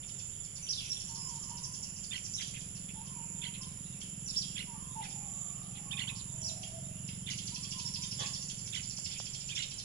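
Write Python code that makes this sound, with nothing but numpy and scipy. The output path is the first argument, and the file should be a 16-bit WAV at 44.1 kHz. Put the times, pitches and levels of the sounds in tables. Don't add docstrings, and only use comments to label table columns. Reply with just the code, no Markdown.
import sys
import numpy as np
from scipy import signal
from scipy.fft import rfft, irfft
from scipy.io import wavfile

SR = 44100
rng = np.random.default_rng(int(sys.argv[2]) if len(sys.argv) > 2 else 0)


def dump(signal):
    limited = np.clip(np.atleast_2d(signal).T, -1, 1)
    pcm = np.round(limited * 32767).astype(np.int16)
    wavfile.write(sys.argv[1], SR, pcm)


N = 433944
TIME = np.arange(N) / SR
FREQS = np.maximum(np.fft.rfftfreq(N, 1 / SR), 1)

# (f/Hz, relative level/dB)
AIR = [(15, -6), (30, -8.5), (48, -7), (70, -3), (140, 3), (190, -5.5), (283, -16), (484, -21),
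       (808, -23.5), (1500, -26), (2200, -25), (3100, -28.5), (3950, -36.5), (5200, -21), (6600, -26),
       (8580, -26), (14000, -79)]
# (f/Hz, likeness from 0 to 1)
LIKENESS = [(25, 0.66), (80, 0.94), (200, 0.83), (500, 0.51), (1200, 0.012), (6000, 0.097)]
# (f/Hz, left minus right level/dB)
AIR_PAN = [(100, -2), (500, 1.5), (1500, -4), (3000, -4), (6000, -6), (8300, 13.5)]
# (centre f/Hz, level/dB)
FAR_HUM = [(48, -66), (398, -80), (465, -88.5), (531, -80.5), (555, -89), (595, -85)]
# (t/s, firing rate f/Hz)
ENGINE_RATE = [(0.0, 21.5), (0.13, 22.5), (0.85, 22.0), (1.29, 21.5), (2.14, 21.5), (2.68, 22),
               (4.44, 21.5), (4.93, 22), (6.69, 23), (7.67, 22), (9.48, 22.5), (9.84, 22.5)]
# (t/s, level/dB)
ENGINE_DB = [(0, -97), (.8, -63), (1.3, -54), (2.3, -55.5), (2.7, -50.5), (3.4, -50.5), (4.7, -49.5),
             (5.4, -54), (5.95, -49), (6.65, -54.5), (7, -47), (7.7, -49.5), (8.3, -51), (9, -54.5),
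             (9.84, -61.5)]
# (f/Hz, width/Hz before doubling, relative level/dB)
EXHAUST = [(143.5, 40.4, 1), (177.6, 40, 2), (294, 97, -22)]
# (multiple of the firing rate, centre of its varying relative level/dB)
BOOM = [(2, -22), (3, -21), (4, -9.5), (5, -6.5), (6, -9)]
# (t/s, level/dB)
BOOM_DB = [(0, -66), (2.5, -66), (5, -68.5), (6, -50.5), (7.5, -51.5), (8.7, -52), (9.84, -58.5)]
# (t/s, length/s, start f/Hz, end f/Hz, level/dB)
CROWS = [(1.06, 0.2, 883, 975, -60), (1.1, 0.23, 1110, 1060, -57.5), (1.26, 0.148, 1010, 879, -58),
         (1.38, 0.16, 1170, 1064, -63.5), (1.47, 0.16, 936, 1000, -57), (1.6, .12, 1065, 983, -56),
         (1.79, 0.067, 903, 966, -67), (2.93, 0.12, 830, 950, -58), (3.01, 0.18, 1090, 1072, -60),
         (3.12, 0.16, 990, 905, -58.5), (3.32, 0.2, 903, 992, -65), (3.55, 0.15, 1055, 1048, -60),
         (4.66, 0.12, 966, 917, -56.5), (4.72, 0.22, 1165, 988, -56), (4.945, 0.088, 913, 862, -46),
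         (4.97, 0.123, 824, 763, -57), (6.46, 0.25, 691, 725, -59), (6.725, 0.076, 655, 672, -51.5),
         (6.8, 0.15, 646, 634, -59), (7.51, 0.08, 924, 1050, -60), (7.58, 0.16, 1157, 1087, -64),
         (7.72, 0.091, 1054, 988, -55), (7.82, 0.098, 980, 937, -60), (7.97, 0.087, 961, 1047, -58.5)]
# (t/s, length/s, start f/Hz, end f/Hz, level/dB)
DRAWLS = [(5.05, 0.29, 827, 810, -65), (5.12, 0.65, 1107, 1231, -68), (5.15, 0.75, 704, 761, -69.5),
          (5.55, 0.56, 779, 827, -71), (5.75, 0.51, 1126, 1050, -67.5), (5.95, 0.242, 878, 925, -69),
          (6.18, 0.35, 970, 907, -69.5), (6.25, 0.54, 643, 657, -68.5)]
# (f/Hz, width/Hz of each of two passes, relative level/dB)
SQUAWK_THROAT = [(390, 250, -5.5), (760, 480, -2.5), (1100, 144, 8), (1750, 520, -1), (3330, 520, 8)]
# (t/s, peak level/dB)
TAPS = [(6.83, -63), (8.52, -58), (8.988, -46.5), (9.201, -36.5)]
# (t/s, pulsing singer level/dB, higher chorus level/dB)
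INSECTS = [(0.0, -51.5, -55), (0.19, -48, -56), (0.87, -52.5, -54.5), (1.4, -46, -54.5), (1.64, -51, -54.5),
           (2.44, -49, -55), (2.99, -51.5, -53.5), (3.42, -47, -54), (3.64, -52.5, -54), (4.47, -48, -54.5),
           (4.63, -53, -53), (5.42, -46, -54.5), (5.67, -53, -54), (6.49, -47, -55), (6.63, -51.5, -54.5),
           (8.33, -49.5, -54), (9.67, -48.5, -58), (9.84, -54, -57)]
# (f/Hz, relative level/dB)
SINGER = [(5500, -54), (6500, -15), (6850, -4.5), (7080, 1.5), (7200, 6.5), (7330, 0), (7550, -8.5),
          (8100, -21), (9000, -49)]
# (f/Hz, relative level/dB)
CHORUS = [(7500, -25.5), (8500, -18.5), (9200, -5), (9700, 3), (10000, 8), (10350, 0), (10650, -3),
          (10900, -3), (11300, -16), (11700, -50), (12500, -49.5), (15000, -22.5)]
# (delay t/s, length/s, start f/Hz, middle f/Hz, end f/Hz, level/dB)
BUBBLE = [(-.004, .017, 3200, 3555, 3320, -36.5), (.004, .012, 2450, 2756, 3400, -38),
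          (.01, 0.014, 2697, 2247, 1780, -41), (.02, 0.0087, 2850, 3170, 3780, -28.5),
          (.028, .016, 2467, 2070, 1930, -39), (.029, .019, 4350, 4150, 3850, -40),
          (.043, .014, 2820, 2942, 3080, -30), (0.059, .014, 3544, 2904, 1780, -37.5)]
# (t/s, added level/dB)
BUBBLES = [(2.111, -1), (3.417, -3.5), (4.558, -2), (5.97, 0.5), (7.266, -2), (8.727, -0.5), (9.556, 0.5)]
# (delay t/s, length/s, start f/Hz, middle f/Hz, end f/Hz, level/dB)
FLICK = [(0, .026, 2696, 3283, 3890, -35.5), (0.021, .021, 2690, 2490, 2490, -38)]
# (t/s, added level/dB)
FLICKS = [(5.906, 2.5), (6.069, 3), (9.496, -1.5)]
CHIRP_SHAPE = [0.58, 1, 1, 0.8, 0.604]
# (t/s, length/s, base f/Hz, level/dB)
CHIRPS = [(.024, 0.02, 3310, -49), (2.39, 0.035, 2200, -47), (2.534, 0.048, 3150, -45.5),
          (2.881, .027, 3190, -48), (3.531, 0.034, 3420, -44.5), (5.0, .075, 3340, -47),
          (5.02, 0.0393, 1990, -51.5), (5.744, 0.045, 3400, -48.5), (6.14, 0.083, 5040, -45.5),
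          (8.2, 0.065, 3510, -41.5), (8.495, .017, 3520, -50), (9.09, 0.1, 3430, -46),
          (9.618, 0.026, 4090, -33.5)]
PIP_SHAPE = [1.04, 0.95, 1]
# (t/s, length/s, base f/Hz, level/dB)
PIPS = [(.621, 0.035, 6160, -35), (.652, 0.027, 6040, -42), (.846, 0.027, 6050, -40),
        (.89, 0.048, 5780, -29), (.99, 0.042, 5700, -39.5), (1.119, 0.2, 5390, -43),
        (3.612, 0.017, 5420, -39.5), (4.257, 0.017, 6150, -34), (4.289, 0.016, 5500, -31.5),
        (6.41, .03, 5880, -37), (7.845, .044, 5540, -33)]
SLUR_SHAPE = [0.6, 1.02, 1.03, 0.89, 1.1, 1.05]
# (t/s, length/s, base f/Hz, level/dB)
SLURS = [(.684, 0.039, 5630, -25.5), (2.334, .026, 5940, -28.5), (4.356, .044, 5340, -25.5),
         (6.434, 0.059, 5580, -31)]
PLUNGE_SHAPE = [0.98, 1.03, .9, 0.57]
# (t/s, length/s, base f/Hz, level/dB)
PLUNGES = [(.724, 0.014, 5040, -28), (.746, .025, 4740, -38.5), (.775, .04, 3600, -44),
           (.768, .05, 5400, -38.5), (.926, 0.012, 4100, -40.5), (4.272, 0.019, 5600, -36),
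           (4.298, .017, 5000, -38), (4.408, 0.019, 4900, -32.5), (2.368, .03, 3900, -41),
           (6.478, 0.027, 4360, -39)]
RASP_SHAPE = [0.98, 0.99, 0.85]
# (t/s, length/s, base f/Hz, level/dB)
RASPS = [(.66, 0.032, 3300, -45.5), (.772, 0.031, 3490, -38), (.8, 0.042, 3050, -47),
         (.83, 0.065, 2690, -52), (.96, 0.021, 3570, -42.5), (2.376, 0.042, 3350, -40),
         (4.335, 0.033, 3440, -45.5), (4.428, 0.029, 3435, -40.5)]
# (t/s, level/dB)
TICKS = [(0.072, -45), (.187, -41), (0.435, -46), (0.551, -40), (.841, -40), (0.993, -39.5), (1.076, -39),
         (1.141, -38), (1.281, -39), (1.349, -43), (1.42, -39.5), (1.491, -42), (1.565, -39), (1.627, -34),
         (1.73, -36), (1.822, -35), (1.954, -41), (2.028, -38), (2.152, -43), (2.235, -36.5), (2.406, -32),
         (2.476, -42), (2.596, -44), (2.745, -45), (3.052, -46), (3.61, -43), (4.001, -39.5), (5.033, -41),
         (5.094, -43), (6.617, -38), (7.075, -39.5), (7.298, -32), (7.373, -33.5), (7.46, -33),
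         (7.538, -34.5), (7.622, -36.5), (7.704, -33), (7.78, -32.5), (7.864, -38.5), (7.933, -31),
         (8.018, -32), (8.108, -31.5), (8.188, -33), (8.254, -31.5), (8.33, -31.5), (8.408, -35.5),
         (8.479, -34.5), (8.577, -40.5), (8.656, -37.5), (8.739, -36.5), (8.824, -37), (8.894, -36),
         (8.963, -33.5), (9.04, -32.5), (9.108, -36.5), (9.178, -36), (9.248, -38), (9.328, -36),
         (9.402, -38), (9.476, -35), (9.548, -33), (9.619, -37), (9.699, -37.5), (9.777, -35)]
TICK_SHAPE = [1.3, 1.17, .98, .78, .48]
# (t/s, share of the full sweep, base f/Hz)
TICK_SWEEP = [(0, 0.98, 5200), (1.2, .65, 5890), (2.2, 0.66, 5900), (2.4, 0.86, 5400), (7.3, 1.11, 5100),
              (7.65, 0.96, 5100), (7.8, 0.88, 5196), (8.6, 0.83, 5504), (8.85, 0.57, 5200),
              (9.05, 0.57, 5190), (9.2, 0.89, 5205), (9.8, 0.78, 5104)]
# (f/Hz, relative level/dB)
TICK_COLOUR = [(1500, 8.5), (3200, 4.5), (3900, -9), (4500, -2.5), (5300, 0), (6200, 0), (8000, -1)]
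# (f/Hz, gain level/dB)
BIRD_COLOUR = [(1500, -4), (2100, 3), (2850, 0.5), (3350, 0.5), (3850, -1), (4400, -2), (4800, -3.5),
               (5250, -1), (6050, -3), (6700, 2), (8000, 1)]


def from_db(db):
    return 10 ** (np.asarray(db) / 20)


def rms_one(x):
    return x / np.sqrt(np.mean(x ** 2) + 1e-20)


def in_time(rows):
    s, *columns = np.transpose(rows)
    return [np.interp(TIME, s, column) for column in columns]


def over_hz(points):
    hz, value = np.transpose(points)
    return np.interp(np.log(FREQS), np.log(hz), value)


def colour(x, points):
    return irfft(rfft(x) * from_db(over_hz(points)), N)


def noise(spectrum, alike=0):
    mid, side = rfft(rng.standard_normal((2, N)))
    alike = np.clip(alike, -1, 1)
    stereo = np.sqrt(1 + alike) * mid + np.sqrt(1 - alike) * side * [[1], [-1]]
    return rms_one(irfft(stereo * from_db(over_hz(spectrum)), N))


def wander(rate, size):
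    return np.interp(np.arange(size) * rate / SR, np.arange(4096), rng.standard_normal(4096))


def pan(db):
    return from_db(np.array([[.5], [-.5]]) * db)


def resonate(x, hz, width):
    r = np.exp(-np.pi * width / SR)
    top = np.array([1, 0, -1]) * (1 - r * r) / 2
    bottom = [1, -2 * r * np.cos(2 * np.pi * hz / SR), r * r]
    return signal.lfilter(top, bottom, x + 1e-18)


def ring_through(x, resonances, widen=1):
    out = 0
    for k, (hz, width, db) in enumerate(resonances):
        once = resonate(x, hz, widen * width)
        out = out + (-1) ** k * from_db(db) * resonate(once, hz, widen * width)
    return out


def add(track, s, sound):
    at = max(int(s * SR), 0)
    track[..., at:at + sound.shape[-1]] += sound[..., :max(N - at, 0)]


def syllable(length, pitches, waver, waver_rate):
    u = np.linspace(0, 1, int(length * SR))
    hz = np.interp(u, np.linspace(0, 1, len(pitches)), pitches)
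    hz = hz * (1 + waver * wander(waver_rate, len(u)))
    return 2 * np.pi * np.cumsum(hz) / SR, np.sqrt(2) * signal.windows.tukey(len(u), .5)


def shaped(rows, shape):
    return [(s, length, hz * np.array(shape), db) for s, length, hz, db in rows]


def gliding(rows):
    return [(s, length, pitches, db) for s, length, *pitches, db in rows]


def repeated(rows, phrase):
    return [(s + delay, length, pitches, db + note_db)
            for s, db in rows
            for delay, length, *pitches, note_db in phrase]


def sing(notes, waver, waver_rate, partials=()):
    out = np.zeros(N)
    for s, length, pitches, db in notes:
        phase, envelope = syllable(length, pitches, waver, waver_rate)
        tone = np.sin(phase)
        for ratio, part_db in partials:
            tone = tone + from_db(part_db) * np.sin(ratio * phase)
        add(out, s, from_db(db) * envelope * tone)
    return out


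def foliage(x, direct_db, scatter_db, scatter_t60, tail_db, tail_t60):
    t = np.arange(SR) / SR
    near, far = rng.standard_normal((2, 2, SR))
    near = rms_one(near * from_db(-60 * t / scatter_t60))
    far = rms_one(far * from_db(-60 * t / tail_t60))
    echo = (from_db(scatter_db) * near + from_db(tail_db) * far) / np.sqrt(SR)
    echo[0, 0] += from_db(direct_db)
    echo[1, 20] += from_db(direct_db)
    return signal.fftconvolve(np.atleast_2d(x), echo, axes=1)[:, :N]


def air(level_db=-52.0):
    wash = noise(AIR, over_hz(LIKENESS))
    wash = irfft(rfft(wash) * pan(over_hz(AIR_PAN)), N)
    return from_db(level_db + 0.045 * wander(9.3, N)) * wash


def hum(waver=0.00792):
    out = 0
    for hz, db in FAR_HUM:
        phase = 2 * np.pi * hz * np.cumsum(1 + waver * wander(12, N)) / SR
        out = out + from_db(db) * rms_one(np.sin(phase))
    return out


def far_birds(count=260, level_db=-58.5, hz=3000, spread=0.14, spread_db=2.0):
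    out = np.zeros(N)
    for k, (when, loud, *pitches) in enumerate(rng.standard_normal((count, 5))):
        glide = hz * np.exp(spread * np.array(pitches))
        phase, envelope = syllable(0.046, glide, waver=0.0572, waver_rate=700)
        start = (k + .3 * when) / count * N / SR
        add(out, start, from_db(level_db + spread_db * loud) * envelope * np.sin(phase))
    return foliage(out, direct_db=-14, scatter_db=-10.5, scatter_t60=0.27,
                   tail_db=-7.5, tail_t60=0.95) * pan(-5)


def boom(waver_db=3.0):
    turns = np.cumsum(in_time(ENGINE_RATE)[0]) / SR
    tones = 0
    for multiple, db in BOOM:
        tone = np.cos(2 * np.pi * multiple * turns)
        tones = tones + from_db(db + waver_db * wander(4.5, N)) * tone
    return np.sqrt(2) * from_db(in_time(BOOM_DB)[0]) * tones * pan(-0.62)


def engine(level_db=-1, uneven_db=0.65, dull_hz=430, echo_s=0.01577, echo_db=-15):
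    turns = np.cumsum(in_time(ENGINE_RATE)[0]) / SR
    puffs = np.diff(np.floor(turns), prepend=0)
    puffs = puffs * from_db(uneven_db * wander(22, N))
    thud = ring_through(puffs, EXHAUST, widen=2)
    thud = signal.sosfilt(signal.butter(4, dull_hz, fs=SR, output="sos"), thud)
    thud = thud + from_db(echo_db) * np.interp(TIME - echo_s, TIME, thud)
    return from_db(in_time(ENGINE_DB)[0] + level_db) * rms_one(thud) * pan(-4.0)


def roosters(level_db=-2.0, drawl_db=0.5):
    crows = sing(gliding(CROWS), waver=.045, waver_rate=220)
    crows = crows * from_db(3 * wander(35, N))
    drawls = sing(gliding(DRAWLS), waver=.065, waver_rate=260)
    crows = foliage(crows, direct_db=-10.5, scatter_db=-0.5, scatter_t60=0.12,
                    tail_db=-5.0, tail_t60=1.0)
    drawls = foliage(drawls, direct_db=-10, scatter_db=1, scatter_t60=0.28,
                     tail_db=-1.5, tail_t60=1.0)
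    return (from_db(level_db) * crows + from_db(drawl_db) * drawls) * pan(-3.2)


def squawk(start_s=8.17, length=0.077, level_db=-43.0, rattle_hz=70, rattle=0.35):
    out = np.zeros(N)
    rasp = rng.standard_normal(int(length * SR))
    rasp = rasp * np.hanning(len(rasp))
    rasp = rasp * (1 + rattle * np.sin(2 * np.pi * rattle_hz * TIME[:len(rasp)]))
    add(out, start_s, from_db(level_db) * rms_one(ring_through(rasp, SQUAWK_THROAT)))
    return foliage(out, direct_db=-12, scatter_db=-3.5, scatter_t60=0.07,
                   tail_db=-2, tail_t60=0.51) * pan(-5)


def taps(hz=560, width_hz=750):
    out = np.zeros(N)
    click = ring_through(signal.unit_impulse(500), [(hz, width_hz, 0)])
    for s, db in TAPS:
        add(out, s, from_db(db) * click / np.abs(click).max())
    return out


def insects(pulse_hz=18.75, gap_depth=0.46, buzz_hz=156, buzz_depth=0.21,
            singer_db=-2.0, chorus_db=3.0, flutter_db=1.1, flutter_rate=18):
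    pulse = np.cumsum(pulse_hz * (1 + 0.00075 * wander(4.2, N))) / SR
    gate = 1 - gap_depth * (.5 + .5 * np.cos(2 * np.pi * pulse)) ** 30
    cycles = np.cumsum(buzz_hz * (1 + 0.0457 * wander(7.8, N))) / SR
    buzz = 1 + buzz_depth * np.sin(2 * np.pi * cycles)
    singer_level, chorus_level = in_time(INSECTS)
    loudness = from_db(singer_level + singer_db + flutter_db * wander(flutter_rate, N))
    singer = loudness * rms_one(gate * buzz) * noise(SINGER) * pan(-17.5)
    chorus = from_db(chorus_level + chorus_db) * noise(CHORUS) * pan(-3.4)
    return singer + chorus


def chatterer(pitch_spread=0.027, near_db=1.0, fray_db=-13):
    notes = []
    for s, length, pitches, db in repeated(BUBBLES, BUBBLE) + repeated(FLICKS, FLICK):
        varied = np.array(pitches) * (1 + pitch_spread * rng.standard_normal(3))
        notes.append((s, length, varied, db + near_db))
    harmonics = [(.5, -19), (1.5, -15), (2, -20)]
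    near = sing(notes, waver=0.028, waver_rate=750, partials=harmonics)
    near = near + from_db(fray_db) * sing(notes, waver=0.165, waver_rate=1800)
    deep = sing(shaped(CHIRPS, CHIRP_SHAPE), waver=0.166, waver_rate=1800)
    near = foliage(near, direct_db=-7, scatter_db=-7.5, scatter_t60=0.094,
                   tail_db=-16.0, tail_t60=0.44)
    deep = foliage(deep, direct_db=-7, scatter_db=-3.5, scatter_t60=0.093,
                   tail_db=-7.5, tail_t60=0.28)
    return near * from_db([[-9.5], [0]]) + deep * from_db([[-8], [0]])


def whistler(hoarse_db=2.5, fray_db=-13):
    sweeps = shaped(SLURS, SLUR_SHAPE) + shaped(PLUNGES, PLUNGE_SHAPE)
    clear = sing(shaped(PIPS, PIP_SHAPE) + sweeps, waver=0.021, waver_rate=708)
    hoarse = from_db(hoarse_db) * sing(shaped(RASPS, RASP_SHAPE), waver=0.083, waver_rate=1500)
    hoarse = hoarse + from_db(fray_db) * sing(sweeps, waver=0.089, waver_rate=1700)
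    clear = foliage(clear, direct_db=-4.5, scatter_db=-6.5, scatter_t60=0.2,
                    tail_db=-9.5, tail_t60=0.75)
    hoarse = foliage(hoarse, direct_db=-5.5, scatter_db=-7.5, scatter_t60=0.38,
                     tail_db=-10.5, tail_t60=1.0)
    return clear * from_db([[-7], [0]]) + hoarse * from_db([[-5], [0]])


def ticker(length=.023, length_spread=.2, pitch_spread=.07):
    times, sweep, hz = np.transpose(TICK_SWEEP)
    notes = []
    for s, db in TICKS:
        chance = rng.standard_normal(1 + len(TICK_SHAPE))
        shape = np.array(TICK_SHAPE) * (1 + pitch_spread * chance[1:])
        pitches = np.interp(s, times, hz) * shape ** np.interp(s, times, sweep)
        notes.append((s, length * np.exp(length_spread * chance[0]), pitches, db))
    ticks = colour(sing(notes, waver=0.1153, waver_rate=2400), TICK_COLOUR)
    return foliage(ticks, direct_db=-8, scatter_db=-2.5, scatter_t60=0.23,
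                   tail_db=-4.0, tail_t60=0.68) * from_db([[-7], [0]])


def scene():
    background = air() + hum() + boom() + engine() + roosters() + squawk() + taps()
    birds = colour(far_birds() + chatterer() + whistler() + ticker(), BIRD_COLOUR)
    return background + insects() + birds


def record(dry):
    return signal.sosfilt(signal.ellip(10, .1, 80, 15200, fs=SR, output="sos"), dry)


dry = scene()
out = record(dry)
dump(out)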